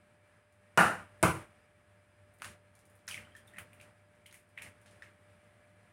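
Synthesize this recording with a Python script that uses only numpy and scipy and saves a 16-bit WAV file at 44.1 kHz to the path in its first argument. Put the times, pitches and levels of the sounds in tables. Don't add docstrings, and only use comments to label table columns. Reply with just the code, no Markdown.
import sys
import numpy as np
from scipy import signal
from scipy.fft import rfft, irfft
from scipy.io import wavfile
from scipy.ndimage import map_coordinates

SR = 44100
rng = np.random.default_rng(int(sys.argv[2]) if len(sys.argv) > 2 else 0)


def unload_wav(signal):
    wavfile.write(
        sys.argv[1],
        SR,
        np.round(np.clip(np.atleast_2d(signal).T, -1, 1) * 32767).astype(np.int16),
    )


def magnitude_from_level(level_db):
    exponent = np.asarray(level_db, float) / 20
    return 10 ** exponent


N = 261072

# t/s, peak level/dB, echo level/dB, held flat/s, echo T60/s
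KNOCKS = [
    (.7743, -9.5, -8.5, 0.03107, 0.3834),
    (1.2279, -7.5, -12, 0.0074, 0.316),
]
# echo level/dB, crack level/dB, slope/dB per octave, T60/s
KNOCK_TREBLE = [(-17, -12, -3.5, 0.383), (-13, -12, 0, 0.3084)]
# f/Hz, density/dB per Hz
FIRST_ECHO = [(45, -32.5), (75, -9), (125, -14), (165, -4.5), (266, -14), (420, -12.5), (740, -5),
              (1090, -7), (1400, 0), (1800, -6), (2150, -16.5), (2950, -16), (3600, -40.5), (5500, -91.5)]
# f/Hz, density/dB per Hz
SECOND_ECHO = [(45, -43.5), (80, 2.5), (155, -0.5), (262, -12.5), (322, -3), (600, -9), (870, -8.5),
               (1030, -2), (1550, -7), (1840, -23), (2150, -11), (3100, -21), (4500, -28.5), (6000, -93)]
# f/Hz, level/dB, T60/s
FIRST_MODES = [(166.6, -1, 0.088), (323.3, -7, 0.35), (501, -11, 0.81), (571, -11, 0.24), (807, -6.5, 1.5),
               (921, -12, 1.7), (1007, -4.5, 0.75), (1195, -6.5, 0.68), (1335, -15.5, 5.0), (1561, -5, 2.1),
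               (1750, -4.5, 0.41), (1970, -13.5, 1.2), (2250, -28, 5.0), (2896, -12.5, 0.17)]
# f/Hz, level/dB, T60/s
SECOND_MODES = [(175, 2, 0.17), (324.3, 0, 0.44), (506, -1, 0.17), (652, 1.5, 0.077), (995, -10.5, 1.0),
                (1220, -13, 0.9), (1400, -5.5, 0.39), (1540, -10, 0.14), (1636, -22, 0.28),
                (2163, -11, 0.3), (2290, -15.5, 0.52), (2680, -30, 0.29), (3160, -17.5, 0.19),
                (3060, -14.5, 0.21)]

# t/s, peak level/dB, ring f/Hz, ring T60/s
TAPS = [(2.4002, -47, 2240, 0.0032), (2.4203, -26.5, 1336, 0.0044), (2.4452, -29, 1574, 0.00373),
        (2.4206, -34.5, 2825, 0.0052), (3.0786, -35, 1830, 0.0062), (3.0806, -35, 1676, 0.0064),
        (3.0878, -29, 2050, 0.00204), (3.0972, -36.5, 2390, 0.01), (3.1113, -32.5, 2998, 0.0117),
        (3.1235, -35, 2535, 0.0107), (3.1432, -29, 2258, 0.0113), (3.1768, -32.5, 2120, 0.0124),
        (3.2715, -47.5, 1410, 0.0107)]
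# t/s, peak level/dB, ring f/Hz, ring T60/s
SPLIT = [
    (3.0784, -34, 5454, 0.0062),
    (3.0796, -34, 6200, 0.0064),
    (3.0828, -39, 9830, 0.0092),
]
# t/s, peak level/dB, ring f/Hz, ring T60/s
HALVES = [(3.584, -29, 1935, 0.00516), (3.5845, -36.5, 2383, 0.0087), (3.5863, -39, 1430, 0.0092),
          (3.7315, -47, 2450, 0.0084), (3.799, -49, 2280, 0.0089), (3.802, -46, 2670, 0.0061),
          (3.8121, -44.5, 2380, 0.0054), (4.2588, -45.5, 2154, 0.01), (4.2626, -44.5, 3040, 0.0066),
          (4.3268, -45, 2055, 0.0045), (4.3423, -45.5, 2100, 0.0082), (4.5744, -41.5, 2300, 0.0085),
          (4.577, -30.5, 2075, 0.0085), (4.5865, -38, 2460, 0.0074), (4.618, -38, 2000, 0.0055),
          (4.6218, -33, 2340, 0.0044), (4.6634, -41.5, 2035, 0.0089), (4.8604, -46.5, 1736, 0.0022),
          (4.88, -53, 2920, 0.0045), (5.0219, -36.5, 1809, 0.011), (5.0222, -55.5, 3708, 0.0145),
          (5.0224, -64, 5240, 0.0204), (4.3262, -56.5, 6500, 0.0095)]
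# t/s, peak level/dB, ring f/Hz, ring T60/s
POPS = [(3.249, -51, 3020, .016), (3.3195, -56, 3150, .016), (3.3502, -40, 1780, .02),
        (3.364, -50, 1700, .014), (3.3635, -53, 3250, .013), (3.377, -56, 3230, .016),
        (3.459, -56, 1750, .012), (3.4772, -53, 3600, .016), (3.5356, -44.5, 1870, .015),
        (3.5432, -52, 1850, .012), (3.5612, -43, 1900, .009), (3.5616, -50, 2550, .009),
        (3.5684, -44, 1950, .009), (3.569, -51, 2550, .009)]
# t/s, peak level/dB, slope/dB per octave
CRACKS = [(0.524, -63.5, 0), (2.3381, -60, 9.5), (2.419, -37.5, 0.5), (2.4441, -35, -4.5),
          (2.752, -54, 0.5), (2.7902, -54.5, -1), (2.853, -56, 2.5), (2.8983, -58, 7.5),
          (2.9525, -57.5, 10), (2.9905, -63, -5), (3.0867, -34, 1), (3.1111, -35.5, 2), (3.143, -40, -7.5),
          (3.3513, -55.5, -4), (3.3654, -47, -0.5), (3.5369, -61, 4), (3.5851, -38, 8.5),
          (3.732, -53.5, 8.5), (3.8116, -49, -1), (4.152, -69.5, 2.5), (4.2619, -47.5, 3.5),
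          (4.3259, -49.5, 6.5), (4.3426, -46.5, 3.5), (4.49, -64.5, 5), (4.577, -53, 2),
          (4.62, -37.5, -0.5), (4.814, -59, 2), (4.86, -51, -7.5), (4.91, -56.5, -4), (5.0213, -52.5, -5),
          (2.385, -58.5, 6), (3.069, -55.5, 4.5), (3.473, -55.5, 5.5), (3.4756, -54, 6),
                (3.0801, -35, -9.5), (3.5687, -55, -1.5), (3.592, -55.5, 16), (3.798, -58, -1),
                (4.2586, -57.5, -1), (4.311, -52.5, -11)]

# delay/s, level/dB
BOWL = (.0072, -11)
# f/Hz, density/dB per Hz
PORT = [(2060, -31), (3500, -10.5), (4430, -11), (5290, -10), (5460, -10), (7750, -7.5), (9560, 0),
        (11000, -9.5), (16000, -19)]
# f/Hz, level/dB
SHELF = (3250, -10)
# opens t/s, shuts t/s, lift/dB
BURSTS = [(0.762, 1.047, 16), (1.202, 1.441, 16), (2.38, 2.554, 13), (3.067, 3.246, 11.5),
          (3.559, 3.633, 16.5), (3.79, 3.871, 1), (4.267, 4.441, 3), (4.551, 4.709, 12.5), (4.841, 5.02, 4),
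          (5.02, 5.124, 2.18)]
# opens t/s, shuts t/s, lift/dB
AJAR = [(0.991, 1.632, 4), (2.723, 3.005, 3.5), (3.043, 3.896, 4.5), (3.599, 3.917, 2), (4.137, 4.218, 4.5),
        (4.596, 6.2, 2.5)]

# f/Hz, density/dB per Hz
RUMBLE = [(15, -61), (25, -33.5), (69, -13), (78, -8.5), (92, -6), (114, -7), (124, -14.5), (201, -10),
          (244, -16.5), (550, -19.5), (720, -48), (1210, -120)]
# f/Hz, density/dB per Hz
AIR = [(410, -20), (700, -3), (767, -6.5), (1080, -7.5), (1260, -5.5), (1500, -6), (1640, -4), (2020, -6.5),
       (2300, -8), (4260, -23.5), (6830, -27.5), (9350, -17), (11500, -30.5), (16000, -37)]
# f/Hz, width/Hz, level/dB
FAN = [(99.3, 18, -79), (205, 45, -84.5), (1669, 46, -83), (2330, 30, -85), (3467, 25, -99),
       (4160, 25, -99), (4950, 25, -95.5)]
# f/Hz, rms level/dB
HUM = [
    (595.5, -73.5),
    (100.63, -74),
]

LOW_HZ, TOP_HZ = 66.6, 16068
RUMBLE_DB, AIR_DB = -68.5, -69.5
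ROOM_T60 = 0.319
REST_DB, RISE_S, CLOSE_S, FLICKER_DB = -2, 0.06, 0.0166, 1.0065
DRY_HOLD_S, WET_HOLD_S = 0.0487, 0.085
TAP_ECHO_DB, POP_ECHO_DB, CRACK_ECHO_DB, ECHO_PER_RING_DB = -16.5, -21.5, -14, 1.5
SHADED, SHADE_FROM_DB = 0.0667, -64


def knocks():
    out, t = np.zeros(N + SR), np.arange(SR // 2) / SR
    colours, mode_sets = (FIRST_ECHO, SECOND_ECHO), (FIRST_MODES, SECOND_MODES)
    for knock, colour, modes, treble in zip(KNOCKS, colours, mode_sets, KNOCK_TREBLE):
        s, db, echo_db, flat_s, body_t60 = knock
        top_db, crack_db, slope_db, top_t60 = treble

        def fall(t60):
            onset = 1 - np.exp(-t / 0.00023)
            return onset / np.sqrt(1 + magnitude_from_level(60 * (t - flat_s) / t60) ** 2)

        flutter = magnitude_from_level(0.63 * wobble(58.6)[:len(t)])
        body = noise(len(t), lambda hz: magnitude_from_level(along(colour, hz)) * shelf(hz)) * fall(body_t60)
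        tones = np.zeros(len(t))
        for hz, level, life in modes:
            tone = np.sin(2 * np.pi * (hz * t + rng.random()))
            tones += magnitude_from_level(level - 10.0) * tone * fall(np.clip(life, 0.12, 0.36))
        shutting = 1 / (1 + np.exp((t - flat_s - 0.23) / 0.02))
        top = magnitude_from_level(top_db) * noise(len(t), port(slope_db)) * fall(top_t60) * shutting
        echo = (0.991 * body + tones) * (0.5 + 0.5 * shutting) + top
        crack_shape = (1 - np.exp(-t / 0.0006)) * magnitude_from_level(crack_db - 60 * t / 0.014)
        crack = crack_shape * noise(len(t), port(slope_db))
        add(out, s, magnitude_from_level(db + echo_db) * flutter * echo + magnitude_from_level(db) * crack)
    return highpass(out[:N], 4, LOW_HZ)


def rings(rows, wall_db, lone_s, blur, onset, overtone_db):
    out, t = np.zeros(N + SR), np.arange(SR // 4) / SR
    for s, db, ring_hz, t60 in rows:
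        echo_db = wall_db + ECHO_PER_RING_DB * np.log2(100 * t60) + shade_db(db)
        turns = 2 * np.pi * ring_hz * t
        overtone = np.sin(rng.uniform(1.326, 1.559) * turns)
        tone = np.sin(turns) + magnitude_from_level(overtone_db) * overtone
        ring = magnitude_from_level(5 - 60 * t / t60) * tone * (1 - np.exp(-t / (onset * t60))) ** 2
        echo = noise(len(t), lambda hz: band(hz, ring_hz, blur / t60) ** 1.14 * shelf(hz))
        echo = echo * magnitude_from_level(1.82 * wobble(97.7)[:len(t)])
        echo = echo * answer(t, echo_db, held(s, lone_s))
        add(out, s, magnitude_from_level(db) * (ring + echo))
        add(out, s + BOWL[0], magnitude_from_level(db + BOWL[1]) * ring)
    return highpass(out[:N], 2, 600)


def shell_taps():
    rows = TAPS + SPLIT + HALVES
    return rings(rows, TAP_ECHO_DB, DRY_HOLD_S, blur=5.42, onset=0.0413, overtone_db=-11.5)


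def wet_pops():
    return 1.6 * rings(POPS, POP_ECHO_DB, WET_HOLD_S, blur=2.5, onset=0.11, overtone_db=-20)


def cracks():
    out, t = np.zeros(N + SR), np.arange(SR // 4) / SR
    for s, db, slope_db in CRACKS:
        shape = magnitude_from_level(-4.5 - 60 * t / 0.0171) * (1 - np.exp(-t / 0.00044))
        snap = noise(len(t), port(slope_db)) * shape
        envelope = answer(t, CRACK_ECHO_DB + shade_db(db), held(s, DRY_HOLD_S))
        echo = noise(len(t), port(slope_db)) * envelope
        add(out, s, magnitude_from_level(db) * (snap + echo))
        add(out, s + BOWL[0], magnitude_from_level(db + BOWL[1]) * snap)
    return out[:N]


def shade_db(db):
    return SHADED * (SHADE_FROM_DB - db)


def answer(t, echo_db, shut):
    closing = 1 / (1 + np.exp((t - shut) / 0.016))
    return magnitude_from_level(echo_db - 60 * t / ROOM_T60) * closing * (1 - np.exp(-t / 0.00423))


def port(slope_db):
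    def gain(hz):
        octaves = np.log2(np.maximum(hz, 3000)) - 13
        return magnitude_from_level(along(PORT, hz) + slope_db * octaves) * (hz > 2000)
    return gain


def shelf(hz):
    return magnitude_from_level(SHELF[1] / (1 + (SHELF[0] / (hz + 1)) ** 24))


def held(s, lone_s):
    left = [shuts - s for opens, shuts, _ in BURSTS if opens <= s + 0.005 < shuts]
    return max([lone_s] + left)


def opening():
    t = np.arange(N) / SR
    gain_db = REST_DB + FLICKER_DB * wobble(15)
    for opens, shuts, lift_db in BURSTS + AJAR:
        rise = 1 - np.exp(-np.maximum(t - opens, 0) / RISE_S)
        close = (1 - np.tanh((t - shuts) / CLOSE_S / 2)) / 2
        gain_db = gain_db + lift_db * rise * close
    return gain_db


def kitchen():
    open_db = opening()
    rumble = magnitude_from_level(RUMBLE_DB - 1.5 + open_db) * noise(N, lambda hz: magnitude_from_level(along(RUMBLE, hz)))
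    air_db = AIR_DB + 0.84 * open_db + 0.44 * wobble(27)
    air = magnitude_from_level(air_db) * noise(N, lambda hz: magnitude_from_level(along(AIR, hz)))
    fan = sum(magnitude_from_level(db) * noise(N, lambda hz: band(hz, c_hz, w_hz) ** 2) for c_hz, w_hz, db in FAN)
    unsteady_db = 1.5 * wobble(11)
    drift = 2 * np.pi * np.cumsum(0.8 * wobble(1.2)) / SR
    t = np.arange(N) / SR
    whine = sum(magnitude_from_level(db + 5.0) * np.sin(2 * np.pi * hz * t + drift) for hz, db in HUM)
    return rumble + air + fan * magnitude_from_level(0.64 * open_db) + whine * magnitude_from_level(0.54 * open_db + unsteady_db)


def unit(x):
    return x / np.sqrt(np.mean(x ** 2) + 1e-20)


def along(points, hz):
    f, v = np.transpose(points)
    return np.interp(np.log(hz + 1), np.log(f + 1), v)


def noise(size, gain):
    hz = np.fft.rfftfreq(size, 1 / SR)
    spectrum = rfft(rng.standard_normal(size)) * gain(hz) * (hz < TOP_HZ)
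    return unit(irfft(spectrum, size))


def band(hz, centre_hz, width_hz):
    return hz * width_hz / np.abs(centre_hz ** 2 - hz ** 2 + 1j * hz * width_hz)


def wobble(rate):
    knots = rng.standard_normal(int(N * rate / SR) + 4)
    return map_coordinates(knots, [np.arange(N) * rate / SR])


def highpass(x, order, cut_hz):
    return signal.sosfilt(signal.butter(order, cut_hz, "high", fs=SR, output="sos"), x)


def add(track, s, sound):
    track[round(s * SR):][:len(sound)] += sound


def scene():
    return (knocks() + shell_taps() + cracks() + wet_pops() + kitchen())[None]


def band_limit(x):
    return signal.sosfilt(signal.butter(12, 16800, fs=SR, output="sos"), x)


def record(dry):
    mix = signal.sosfilt(signal.cheby2(12, 60, 17200, fs=SR, output="sos"), dry)
    return band_limit(mix)


dry = scene()
out = record(dry)
unload_wav(out)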